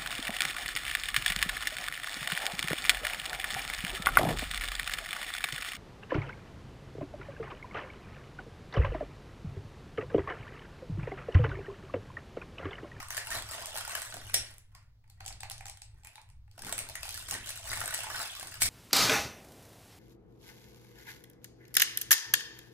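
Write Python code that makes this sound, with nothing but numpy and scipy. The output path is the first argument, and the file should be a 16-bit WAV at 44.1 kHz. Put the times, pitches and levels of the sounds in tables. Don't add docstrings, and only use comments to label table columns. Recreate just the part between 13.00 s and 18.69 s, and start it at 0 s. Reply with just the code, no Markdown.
import sys
import numpy as np
from scipy import signal
from scipy.fft import rfft, irfft, next_fast_len
from scipy.io import wavfile
from scipy.ndimage import uniform_filter1d, map_coordinates

SR = 44100
rng = np.random.default_rng(int(sys.argv[2]) if len(sys.argv) > 2 else 0)


def digitize_waveform(pressure):
    field = np.atleast_2d(pressure).T
    bounded = np.clip(field, -1, 1)
    quanta = np.round(bounded * 32767).astype(np.int16)
    wavfile.write(sys.argv[1], SR, quanta)


def convert_level_to_amplitude(level_db):
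    exponent = np.asarray(level_db, float) / 20
    return 10 ** exponent


N = 250929

# f/Hz, level per Hz/dB
FRIDGE_COLOUR = [(15, -3.5), (30, -11.5), (42, -11), (56, -3.5), (68, -10), (88, -7), (100, -5), (107, 0.5),
                 (115, -9.5), (150, -23), (220, -36), (480, -120)]
# f/Hz, level per Hz/dB
AIR_COLOUR = [(150, -37.5), (250, -4.5), (313, -14.5), (501, -14), (1060, -14.5), (2090, -24),
              (4500, -16.5), (9000, -32), (16000, -24)]
# t/s, hold/s, thud level/dB, counter boom level/dB
PRESSES = [(0, .03, -85, -55), (0.36, 0.034, -49.5, -52), (0.552, .02, -61, -70),
           (1.164, 0.015, -50, -51.5), (1.354, 0.043, -52, -51.5), (2.327, 0.057, -66, -51.5),
           (2.953, .03, -70, -60), (3.671, 0.008, -43, -53), (3.74, .005, -60, -64),
           (3.84, 0.059, -55, -56), (4.126, 0.13, -59, -56), (4.338, 0.021, -46, -52.5),
           (4.73, 0.21, -50.5, -48), (5.09, .05, -67, -62), (5.44, .03, -52.5, -74),
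           (5.66, .05, -45.5, -43)]
# t/s, hold/s, chatter level/dB, tin body re chatter/dB
STROKES = [(0, 0.019, -49, 5), (0.12, 0.021, -48.5, 1.5), (0.17, 0.0025, -42.5, 2),
           (0.332, 0.025, -37, 2.5), (0.508, 0.8, -42.5, 2), (0.74, 0.045, -39.5, -4),
           (0.91, 0.32, -43, -0.5), (1.27, 0.24, -48, -0.5), (1.765, 0.026, -70.5, 11),
           (2.235, 0.83, -73, 15), (2.94, 0.092, -75, 5), (3.086, 0.076, -65.5, 3), (3.666, 0.36, -47, 1.5),
           (3.984, 0.013, -56, 3), (4.071, 0.17, -43, -10), (4.319, 0.014, -38.5, -2),
           (4.357, 0.13, -60, 0), (4.471, 0.14, -43, -5.5), (4.683, 0.23, -39.5, -3),
           (4.95, 0.11, -43.5, 1.5), (5.108, 0.12, -43.5, 3.5), (5.191, 0.011, -36.5, 1),
           (5.265, 0.86, -42, -2.5)]
# f/Hz, level per Hz/dB
MINT_COLOUR = [(1300, -19.5), (2200, -6), (4000, -3), (7000, -3), (8300, 0.5), (10000, -1), (11500, -3.5),
               (14500, -4.5), (15700, -11.5), (16300, -41)]
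# f/Hz, width/Hz, level/dB
TIN_MODES = [(660, 89, -1), (880, 38, 2), (1087, 160, -1.5), (1478, 173, 0), (1870, 100, 3),
             (2900, 640, -6)]

# t/s, click peak/dB, body re click/dB, click ring f/Hz, body ring f/Hz
GRIPS = [(.003, -36.5, -2, 5920, 1267), (1.5404, -48.5, -15, 8900, 600), (1.5829, -35.5, -63.5, 13100, 960),
         (1.751, -44.5, -11, 5000, 1003), (1.8286, -63, -24, 6100, 945), (2.042, -72.5, 6, 4260, 880),
         (2.0789, -64.5, -7, 4760, 894), (2.1005, -48.5, -16.5, 4420, 800), (3.0486, -39, -12, 7400, 2350),
         (3.072, -38.5, -9.5, 10350, 2470), (3.181, -56.5, 7.5, 3970, 880), (3.197, -63, 4, 3970, 880),
         (3.29, -56, -10, 7700, 1020), (3.4798, -72, 6, 8030, 840), (3.514, -48.5, -23.5, 4560, 840)]
# t/s, click peak/dB, body re click/dB,
# mint ring f/Hz, sheet ring f/Hz
TIN_KNOCKS = [(0.0281, -40, 6, 8520, 1100), (0.0854, -35, -6, 8600, 1150), (0.1058, -26, -2.5, 6130, 1880),
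              (0.1289, -39, -3, 4290, 1600), (0.1468, -40.5, 8.5, 9840, 1870),
              (0.1695, -23, -7, 7000, 1800), (0.178, -23.5, 1.5, 9420, 1760), (0.2022, -36, -5, 8300, 690),
              (0.2271, -45.5, -0.5, 4090, 1890), (0.2505, -40, -15, 5470, 1850),
              (0.2612, -39, -8, 9450, 1870), (0.2712, -33, 1, 10000, 2780), (0.2792, -36.5, -5, 7900, 880),
              (0.3053, -28, -6, 6960, 1600), (0.3158, -29, -8, 7100, 1370), (0.3225, -31, -2, 9960, 1390),
              (0.3366, -36, 3.5, 10140, 1630), (0.3505, -35.5, 4, 10440, 630),
              (0.3613, -43.5, 11, 3870, 1490), (0.3731, -32.5, -2.5, 8060, 645),
              (0.3782, -37, -1.5, 7900, 643), (0.3864, -32.5, 0, 7150, 1890),
              (0.4233, -31.5, -18, 3360, 1910), (0.512, -30, -9, 7700, 620), (0.5477, -34, 1, 8990, 660),
              (0.5817, -42, 9.5, 9460, 696), (0.595, -39, 0, 3300, 1570), (0.6178, -39.5, 4, 9260, 744),
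              (0.6234, -32, -8, 4930, 1900), (0.6478, -39, -4.5, 3200, 1400),
              (0.658, -24.5, -22, 8680, 1810), (0.6696, -33, -10, 7640, 1530), (0.6857, -43.5, 2, 8100, 1770),
           (0.6974, -44, -7.5, 8100, 740), (0.7328, -38.5, -5.5, 10300, 720),
           (0.7442, -37.5, 0.5, 5300, 645), (0.7567, -28, -2, 3200, 845), (0.7645, -28, -4, 7930, 1430),
           (0.7742, -26.5, -8, 9700, 1660), (0.7835, -31, 0, 8600, 880), (0.805, -32, -4, 5160, 1570),
           (0.8101, -31, 1, 3230, 1400), (0.838, -39, -6, 3180, 1390), (0.8509, -31, -2.5, 5200, 1430),
           (0.8783, -26.5, -4.5, 8090, 880), (0.8952, -29, -2, 8150, 1120), (0.909, -35, -1, 8160, 1560),
           (0.9174, -36, 3, 8510, 1860), (0.922, -39.5, -6.5, 8100, 1530), (0.9323, -38.5, 2.5, 8140, 690),
           (0.9526, -22.5, -2, 3000, 1690), (0.9746, -32.5, -6.5, 8950, 674), (0.999, -34, -8, 8350, 1710),
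           (1.0195, -27.5, -5.5, 8150, 1900), (1.027, -32, -12, 8100, 1590),
           (1.0507, -36, -11.5, 8040, 1900), (1.06, -38.5, -8.5, 8700, 1240),
           (1.0682, -42, 3.5, 8100, 1690), (1.0746, -43, -13.5, 8000, 1450), (1.1247, -39, 5.5, 4000, 1500),
           (1.142, -29.5, -3.5, 7760, 700), (1.1682, -31.5, -0.5, 10400, 714),
           (1.2163, -43, 0.5, 5640, 1910), (1.297, -41.5, 4.5, 9700, 2460),
              (3.5797, -43.5, 1.5, 8150, 680), (3.5928, -37.5, -4.5, 5240, 830), (3.621, -31.5, -12, 8200, 1630),
         (3.636, -48.5, 9.5, 8100, 900), (3.6485, -30, -10, 3500, 2070), (3.6677, -31, -4.5, 9600, 820),
         (3.6838, -35.5, -2, 8440, 1430), (3.6941, -30, -5.5, 8160, 1880), (3.726, -20.5, -7.5, 8220, 660),
         (3.7392, -38, -7, 7850, 1880), (3.7718, -41, -13, 8400, 1430), (3.7805, -22.5, -9.5, 10050, 2600),
         (3.79, -22.5, -21.5, 8400, 2960), (3.8048, -34.5, -4, 8250, 590), (3.8136, -36.5, -11, 8700, 1100),
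         (3.8894, -30, -10, 4300, 880), (3.8983, -32, -6.5, 5130, 660), (3.9548, -26.5, -3, 9400, 1880),
         (4.0317, -27, -2, 4750, 2620), (4.0541, -31.5, -4, 10030, 820), (4.0805, -34, -3, 3970, 800),
         (4.092, -28, -17, 9500, 1370), (4.1077, -29, -24.5, 8100, 2460), (4.1432, -27.5, -16, 4530, 2880),
         (4.1495, -33, -4.5, 8150, 1730), (4.1764, -27.5, -9, 9300, 1420), (4.2252, -37.5, -5, 8600, 1490),
         (4.2836, -38, -13, 4770, 1520), (4.298, -29, -17, 8300, 1890), (4.3111, -18, -17, 8740, 1890),
         (4.3254, -32, -0.5, 5230, 1870), (4.3336, -34, 0.5, 10300, 1480), (4.341, -24.5, -5, 9800, 1860),
         (4.3503, -34.5, 4.5, 8300, 1870), (4.4725, -34, -6, 8500, 1600), (4.4902, -30, -8, 8100, 1740),
         (4.4921, -28, -11, 10000, 1880), (4.505, -26.5, -7.5, 9240, 1880), (4.5598, -38, -7, 9800, 1810),
         (4.5755, -32, -12, 8400, 1430),
              (4.674, -36, -3, 8360, 1810), (4.7162, -29.5, 2, 9400, 2050), (4.7313, -32, 8.5, 10020, 1860),
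         (4.7352, -30.5, -2, 7800, 2140), (4.7734, -29.5, -1.5, 9380, 1160),
         (4.7909, -32.5, -3.5, 7900, 680), (4.805, -27, -9, 9900, 1370), (4.8151, -33, 9, 8940, 1410),
         (4.8394, -29, -3.5, 8200, 720), (4.8584, -26.5, -6, 8340, 640), (4.8781, -28, 1, 8230, 1530),
         (4.889, -32.5, -5, 5850, 1200), (4.9082, -32.5, 0, 9850, 1470), (4.9262, -38, 5.5, 8750, 1890),
         (4.93, -36.5, 2, 8460, 2600), (4.9407, -22, -6.5, 7780, 1820), (4.9453, -20.5, -16.5, 8060, 1880),
         (4.978, -30, -15, 8900, 1580), (4.9896, -30, -3, 3350, 670), (5.0058, -29.5, -1, 3140, 2720),
         (5.0287, -41, -1, 8260, 1610), (5.0348, -27.5, -5.5, 8330, 1470), (5.0421, -32.5, 2, 8850, 970),
         (5.0689, -42.5, 12.5, 7940, 894), (5.102, -31, 3, 5500, 1180), (5.1462, -37.5, 8, 9910, 1500),
         (5.1624, -31.5, -1.5, 4400, 1480), (5.1807, -33, -5, 5350, 706), (5.1957, -47, -6, 9700, 1290),
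         (5.201, -38, 10, 10600, 1350), (5.2162, -24.5, -7, 4900, 1520), (5.3291, -41, -4, 3140, 730),
         (5.3665, -35, -6, 7850, 1160), (5.3972, -32, -9, 8500, 615), (5.4103, -35.5, -1.5, 5140, 1600),
         (5.4288, -33.5, -2, 9900, 750), (5.472, -31, -11, 8590, 1400), (5.5216, -46.5, 6.5, 3470, 1870),
         (5.542, -34, -4, 4930, 1700), (5.5554, -37.5, -3, 8100, 2860)]

# t/s, peak/dB, t60/s, sheet re peak/dB
SNAPS = [
    (1.3404, -13, 0.017, -15.5),
    (1.3425, -7, 0.0065, -6),
    (1.363, -31, 0.022, 4),
    (5.602, -22, 0.097, -13.5),
    (5.619, -5.5, 0.005, -3),
    (5.623, -11, 0.0068, -14.5),
    (5.6312, -12, 0.009, -11),
    (5.652, -19, 0.042, -6),
]
# f/Hz, width/Hz, level/dB
LID_MODES = [(1600, 200, 4.5), (1880, 23, 9.5), (2221, 45, 13.5), (3750, 35, 3), (4915, 23, 4.5),
             (5520, 20, 13), (6470, 31, -10.5), (7060, 45, -0.5), (7860, 14, -4.5), (8090, 90, 15),
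             (8710, 27, 3), (9300, 69, 16), (9876, 33, 6.5), (11100, 31, 12.5)]
# f/Hz, width/Hz, level/dB
LID_FLEX = [(680, 200, -9.5), (1580, 130, -1), (1890, 100, 1.5), (2306, 200, 4.5)]
# t/s, click peak/dB, body re click/dB, mint ring f/Hz
DROPS = [(2.2063, -37.5, -1.5, 4400), (2.2453, -46, -10, 8950), (2.2523, -36.5, -13, 4700),
         (2.2626, -26.5, -17.5, 7700), (2.2801, -23.5, -43, 9300), (2.2852, -36, -17, 5280),
         (2.3063, -54, 8, 8890), (2.3268, -34.5, -18, 4540), (2.4063, -32.5, -15, 8160),
         (2.433, -30, -6.5, 4380), (2.4995, -22, -47, 10000), (2.5106, -28.5, -10.5, 8200),
         (2.5166, -25.5, -27, 9300), (2.5807, -34.5, -22, 6100), (2.6085, -39, -3.5, 8500),
         (2.6569, -31.5, -11, 7500), (2.6672, -32.5, -14, 6170), (2.683, -32.5, -14, 8100),
         (2.6979, -29, -24, 9050), (2.7732, -39.5, -17, 8700), (2.8196, -32, -21.5, 8100),
         (3.0352, -49, -7, 7700), (3.0585, -47, -4, 8100), (3.0792, -57, -16, 10500),
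         (3.1429, -62, -22, 3930), (3.157, -35, -12, 3820), (3.2163, -42, -24, 9300),
         (3.3011, -48, -11.5, 8900)]
# f/Hz, width/Hz, level/dB
BOTTLE_MODES = [(810, 170, -6), (1940, 930, -4.5), (2450, 680, -3)]
# f/Hz, t60/s, echo level/dB
KITCHEN = [(300, 0.24, -1), (800, 0.37, -5), (2070, 0.45, -1.5), (5360, 0.25, 0), (9800, 0.27, -5),
           (14600, 0.14, -9.5)]

# f/Hz, left minus right/dB
PORT_TILT = [(60, 7), (110, -2.5), (200, -5.5), (380, 1), (700, -2.5), (1290, -1), (2380, -1.5), (4400, -1),
             (8120, 3), (15000, -1)]
# f/Hz, phase lead/rad
PORT_LEAD = [(0, 0), (500, -.5), (1000, 0), (2500, -2), (4500, -2.8), (6000, -3.5), (7500, -6.2),
             (8100, -6.2), (9000, -3.14), (16050, 15.7)]
# f/Hz, likeness (0 to 1)
PORT_LIKENESS = [(300, 0.75), (1200, 0.64), (2100, 0.45), (4500, 0.44), (6500, 0.16), (8400, 0.22),
                 (9500, 0.63), (10500, 0.93), (16000, 0.81)]


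def unit(x):
    return x / np.sqrt(np.mean(x ** 2) + 1e-20)


def along(points, hz):
    f, v = np.transpose(points)
    return np.interp(np.log(hz + 1), np.log(f + 1), v)


def filtered(x, response):
    m = next_fast_len(N + SR // 2)
    hz = np.fft.rfftfreq(m, 1 / SR)
    return irfft(rfft(x, m) * response(hz), m)[..., :N]


def flat(response):
    return lambda hz: response(hz) / np.sqrt(np.mean(np.abs(response(hz)) ** 2))


def colour(spectrum):
    return flat(lambda hz: convert_level_to_amplitude(along(spectrum, hz)))


def resonances(modes):
    def response(hz):
        total = 0
        for k, (centre, width, db) in enumerate(modes):
            damping = 1j * hz * width
            total = total + (-1) ** k * convert_level_to_amplitude(db) * damping / (centre ** 2 - hz ** 2 + damping)
        return total
    return flat(response)


def burst(t, t60, rise):
    t60 = max(t60, .002)
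    shape = (1 - np.exp(-t / (rise * t60))) ** 2 * convert_level_to_amplitude(-60 * t / t60)
    return shape / shape.max()


def strokes(rows, rise, sag, fall):
    t = np.arange(0, N + 64, 64) / SR
    s, hold, db = np.transpose(rows)[:, :, None]
    loss = rise * np.maximum(s - t, 0)
    loss = loss + sag * np.clip(t - s, 0, hold)
    loss = loss + fall * np.maximum(t - s - hold, 0)
    gain = np.sqrt(np.sum(convert_level_to_amplitude(db - loss) ** 2, axis=0))
    return np.interp(np.arange(N) / SR, t, gain)


def ports(pair):
    side = np.array([[.5], [-.5]])

    def spread(hz):
        turn = np.arccos(np.clip(along(PORT_LIKENESS, hz), 0, 1)) / 2
        return np.array([np.cos(turn), np.sin(turn)])

    def tilt(hz):
        lead = np.interp(hz, *np.transpose(PORT_LEAD))
        return convert_level_to_amplitude(side * along(PORT_TILT, hz)) * np.exp(1j * side * lead)

    same, other = filtered(pair, spread)
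    return filtered(np.array([same + other, same - other]), tilt)


def low_noise(difference, spectrum):
    noise = rng.standard_normal(N) + difference * rng.standard_normal((2, N))
    return unit(filtered(noise, colour(spectrum)))


def background():
    s, hold, thud_db, boom_db = np.transpose(PRESSES)
    slopes = np.array([260, 68, 113])  # rise, sag, fall in dB per s
    sway = map_coordinates(rng.standard_normal(N // SR * 8 + 16), [np.arange(N) * 6 / SR])
    hum = convert_level_to_amplitude(-56.5 + 3.5 * sway)
    boom = strokes(np.c_[s, hold, boom_db], *0.37 * slopes)
    low = np.hypot(hum, boom) * low_noise(0.12, FRIDGE_COLOUR)

    rub = convert_level_to_amplitude(-20) * fingers()[1]
    press = np.hypot(strokes(np.c_[s, hold, thud_db], *slopes), rub)
    thud_colour = [(90, -30.5), (160, 0.5), (450, -3.0), (650, -28), (1500, -79.0)]  # f/Hz, level/dB
    thud = convert_level_to_amplitude(-8.0) * press * low_noise(0.19, thud_colour)

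    air = unit(filtered(rng.standard_normal((2, N)), colour(AIR_COLOUR)))
    return low + thud + convert_level_to_amplitude(-81) * ports(air)


def fingers():
    s, hold, db, body_db = np.transpose(STROKES)
    slopes = dict(rise=215, sag=33.2, fall=240)
    chatter = strokes(np.c_[s, hold, db], **slopes)
    body = strokes(np.c_[s, hold, db + body_db], **slopes)
    return chatter, body


def contacts(per_s, spread_db, t60):
    happens = rng.random(N) < per_s / SR
    sizes = happens * convert_level_to_amplitude(spread_db * np.minimum(rng.exponential(size=N), 3))
    shape = burst(np.arange(SR // 20) / SR, t60, 0.13)
    return unit(signal.fftconvolve(sizes, shape)[:N] * rng.standard_normal((2, N)))


def pings(lo_hz, hi_hz, cycles, spread_db, count):
    when, pitch, size, *turns = rng.random((count, 5)).T[:, :, None]
    k = np.arange(SR // 60)
    wave = lo_hz * (hi_hz / lo_hz) ** pitch * k / SR
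    shape = convert_level_to_amplitude(-spread_db * np.log(size + 0.029)) * (1 - np.exp(-wave)) * np.exp(-wave / cycles)
    at = ((when * N).astype(int) + k).ravel()
    pair = []
    for turn in turns:
        ring = shape * np.sin(2 * np.pi * (wave + turn))
        pair.append(np.bincount(at, ring.ravel(), N)[:N])
    return unit(np.array(pair))


def stirring():
    chatter, body = fingers()
    scrape = contacts(per_s=170, spread_db=2.5, t60=.007)
    mint_pings = pings(2500, 13000, cycles=14, spread_db=3, count=2000)
    ticks = unit(filtered(1.2 * scrape + mint_pings, colour(MINT_COLOUR)))
    sheet_pings = pings(548, 2880, cycles=18.0, spread_db=7.0, count=1200)
    sheet = unit(filtered(sheet_pings + 3.0 * scrape, resonances(TIN_MODES)))
    return convert_level_to_amplitude(-3) * chatter * ticks + convert_level_to_amplitude(-8) * body * sheet


def lasting(rows):
    rows = np.array(rows, float)
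    flatness = .025 * (rows[:, 2] + 10)
    scatter = .25 * rng.standard_normal(len(rows))
    return np.c_[rows, .0017 * np.exp(flatness + scatter)]


def knocks(rows, body, body_db, tone_db, tone_t60, rise, fall):
    lead = SR // 50
    t = np.arange(-lead, 4 * lead) / SR
    click, push, tone = np.zeros((3, 2, N + SR))
    for s, db, rel_db, mint_hz, body_hz, length in lasting(rows):
        start = round(s * SR)
        at = slice(start, start + len(t))
        shape = np.exp(np.minimum(t / rise, -t / fall) / max(length, .0005))
        crack, shove = rng.standard_normal((2, 2, len(t)))
        turn = 2 * np.pi * rng.random((2, 1))
        tick = shape * (crack + 0.63 * np.sin(2 * np.pi * mint_hz * t + turn))
        click[:, at] += convert_level_to_amplitude(db + 2.0) * tick / np.abs(tick).max(axis=1, keepdims=True)
        push[:, at] += convert_level_to_amplitude(db + rel_db + body_db) * shape * shove
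        swell = burst(np.maximum(t + rise * length, 0), tone_t60, 0.012)
        ring = swell * np.sin(2 * np.pi * body_hz * t + turn)
        tone[:, at] += convert_level_to_amplitude(db + rel_db + tone_db) * ring
    click, push, tone = (v[:, lead:lead + N] for v in (click, push, tone))
    return filtered(click, colour(MINT_COLOUR)) + filtered(push, resonances(body)) + tone


def gripping():
    return knocks(GRIPS, BOTTLE_MODES, body_db=2.0, tone_db=-3.0, tone_t60=0.07, rise=0.75, fall=1.0)


def mints_in_tin():
    rows = TIN_KNOCKS
    mints = knocks(rows, TIN_MODES, body_db=-7.5, tone_db=-6.5, tone_t60=0.032, rise=0.44, fall=1.0)
    mints = mints + stirring()
    return mints + convert_level_to_amplitude(-14.5) * filtered(mints, resonances(LID_MODES))


def lid():
    blows, pushes = np.zeros((2, 2, N + SR))
    t = np.arange(SR // 10) / SR
    for s, db, t60, sheet_db in SNAPS:
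        blow = burst(t, t60, 0.12) * rng.standard_normal((2, len(t)))
        blow = convert_level_to_amplitude(db - 3.5) * blow / np.abs(blow).max(axis=1, keepdims=True)
        start = round(s * SR)
        blows[:, start:start + len(t)] += blow
        pushes[:, start:start + len(t)] += convert_level_to_amplitude(sheet_db) * blow

    def steel(hz):
        return convert_level_to_amplitude(1) * resonances(LID_MODES)(hz) + convert_level_to_amplitude(1.4) * colour(MINT_COLOUR)(hz)

    return filtered(blows[:, :N], steel) + filtered(pushes[:, :N], resonances(LID_FLEX))


def mints_in_bottle():
    s = np.transpose(DROPS)[0]
    empty_hz, fill_s, rise_hz_per_s2 = 779, 2.35, 110
    note = empty_hz + rise_hz_per_s2 * (s - fill_s) ** 2
    note = note * np.exp(0.013 * rng.standard_normal(len(s)))
    rows = np.c_[DROPS, note]
    landings = knocks(rows, BOTTLE_MODES, body_db=-1.5, tone_db=-6.0, tone_t60=0.068, rise=0.51, fall=1.0)
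    return filtered(landings, lambda hz: 1 / (1 + 1j * hz / 11000) ** 2)


def kitchen(x):
    frames = dict(nperseg=384, noverlap=256)
    hz, t, z = signal.stft(x, SR, **frames)
    centre, t60, echo_db = np.transpose(KITCHEN)
    keep = convert_level_to_amplitude(-120 * (t[1] - t[0]) / along(np.c_[centre, t60], hz))
    power = []
    for k, row in zip(keep, np.abs(z) ** 2):
        power.append(signal.lfilter([0, 0, 1 - k], [1, -k], row))
    power = np.array(power)
    blur = np.clip(hz / 3000 - .3, 0, .5)[:, None]
    power = (1 - blur) * power + blur * uniform_filter1d(power, size=9, axis=0)
    field = signal.stft(rng.standard_normal((2, N)), SR, **frames)[2]
    field = field / np.sqrt(np.mean(np.abs(field) ** 2))
    field = field * convert_level_to_amplitude(along(np.c_[centre, echo_db], hz))[:, None]
    return signal.istft(field * np.sqrt(np.abs(power)), SR, **frames)[1][:, :N]


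def scene():
    near = gripping() + mints_in_tin() + lid() + mints_in_bottle()
    return ports(near + kitchen(near[0])) + background()


def low_pass(x):
    return signal.sosfilt(signal.butter(12, 16480, fs=SR, output="sos"), x)


def record(dry):
    return low_pass(dry)


dry = scene()
out = record(dry)
digitize_waveform(out)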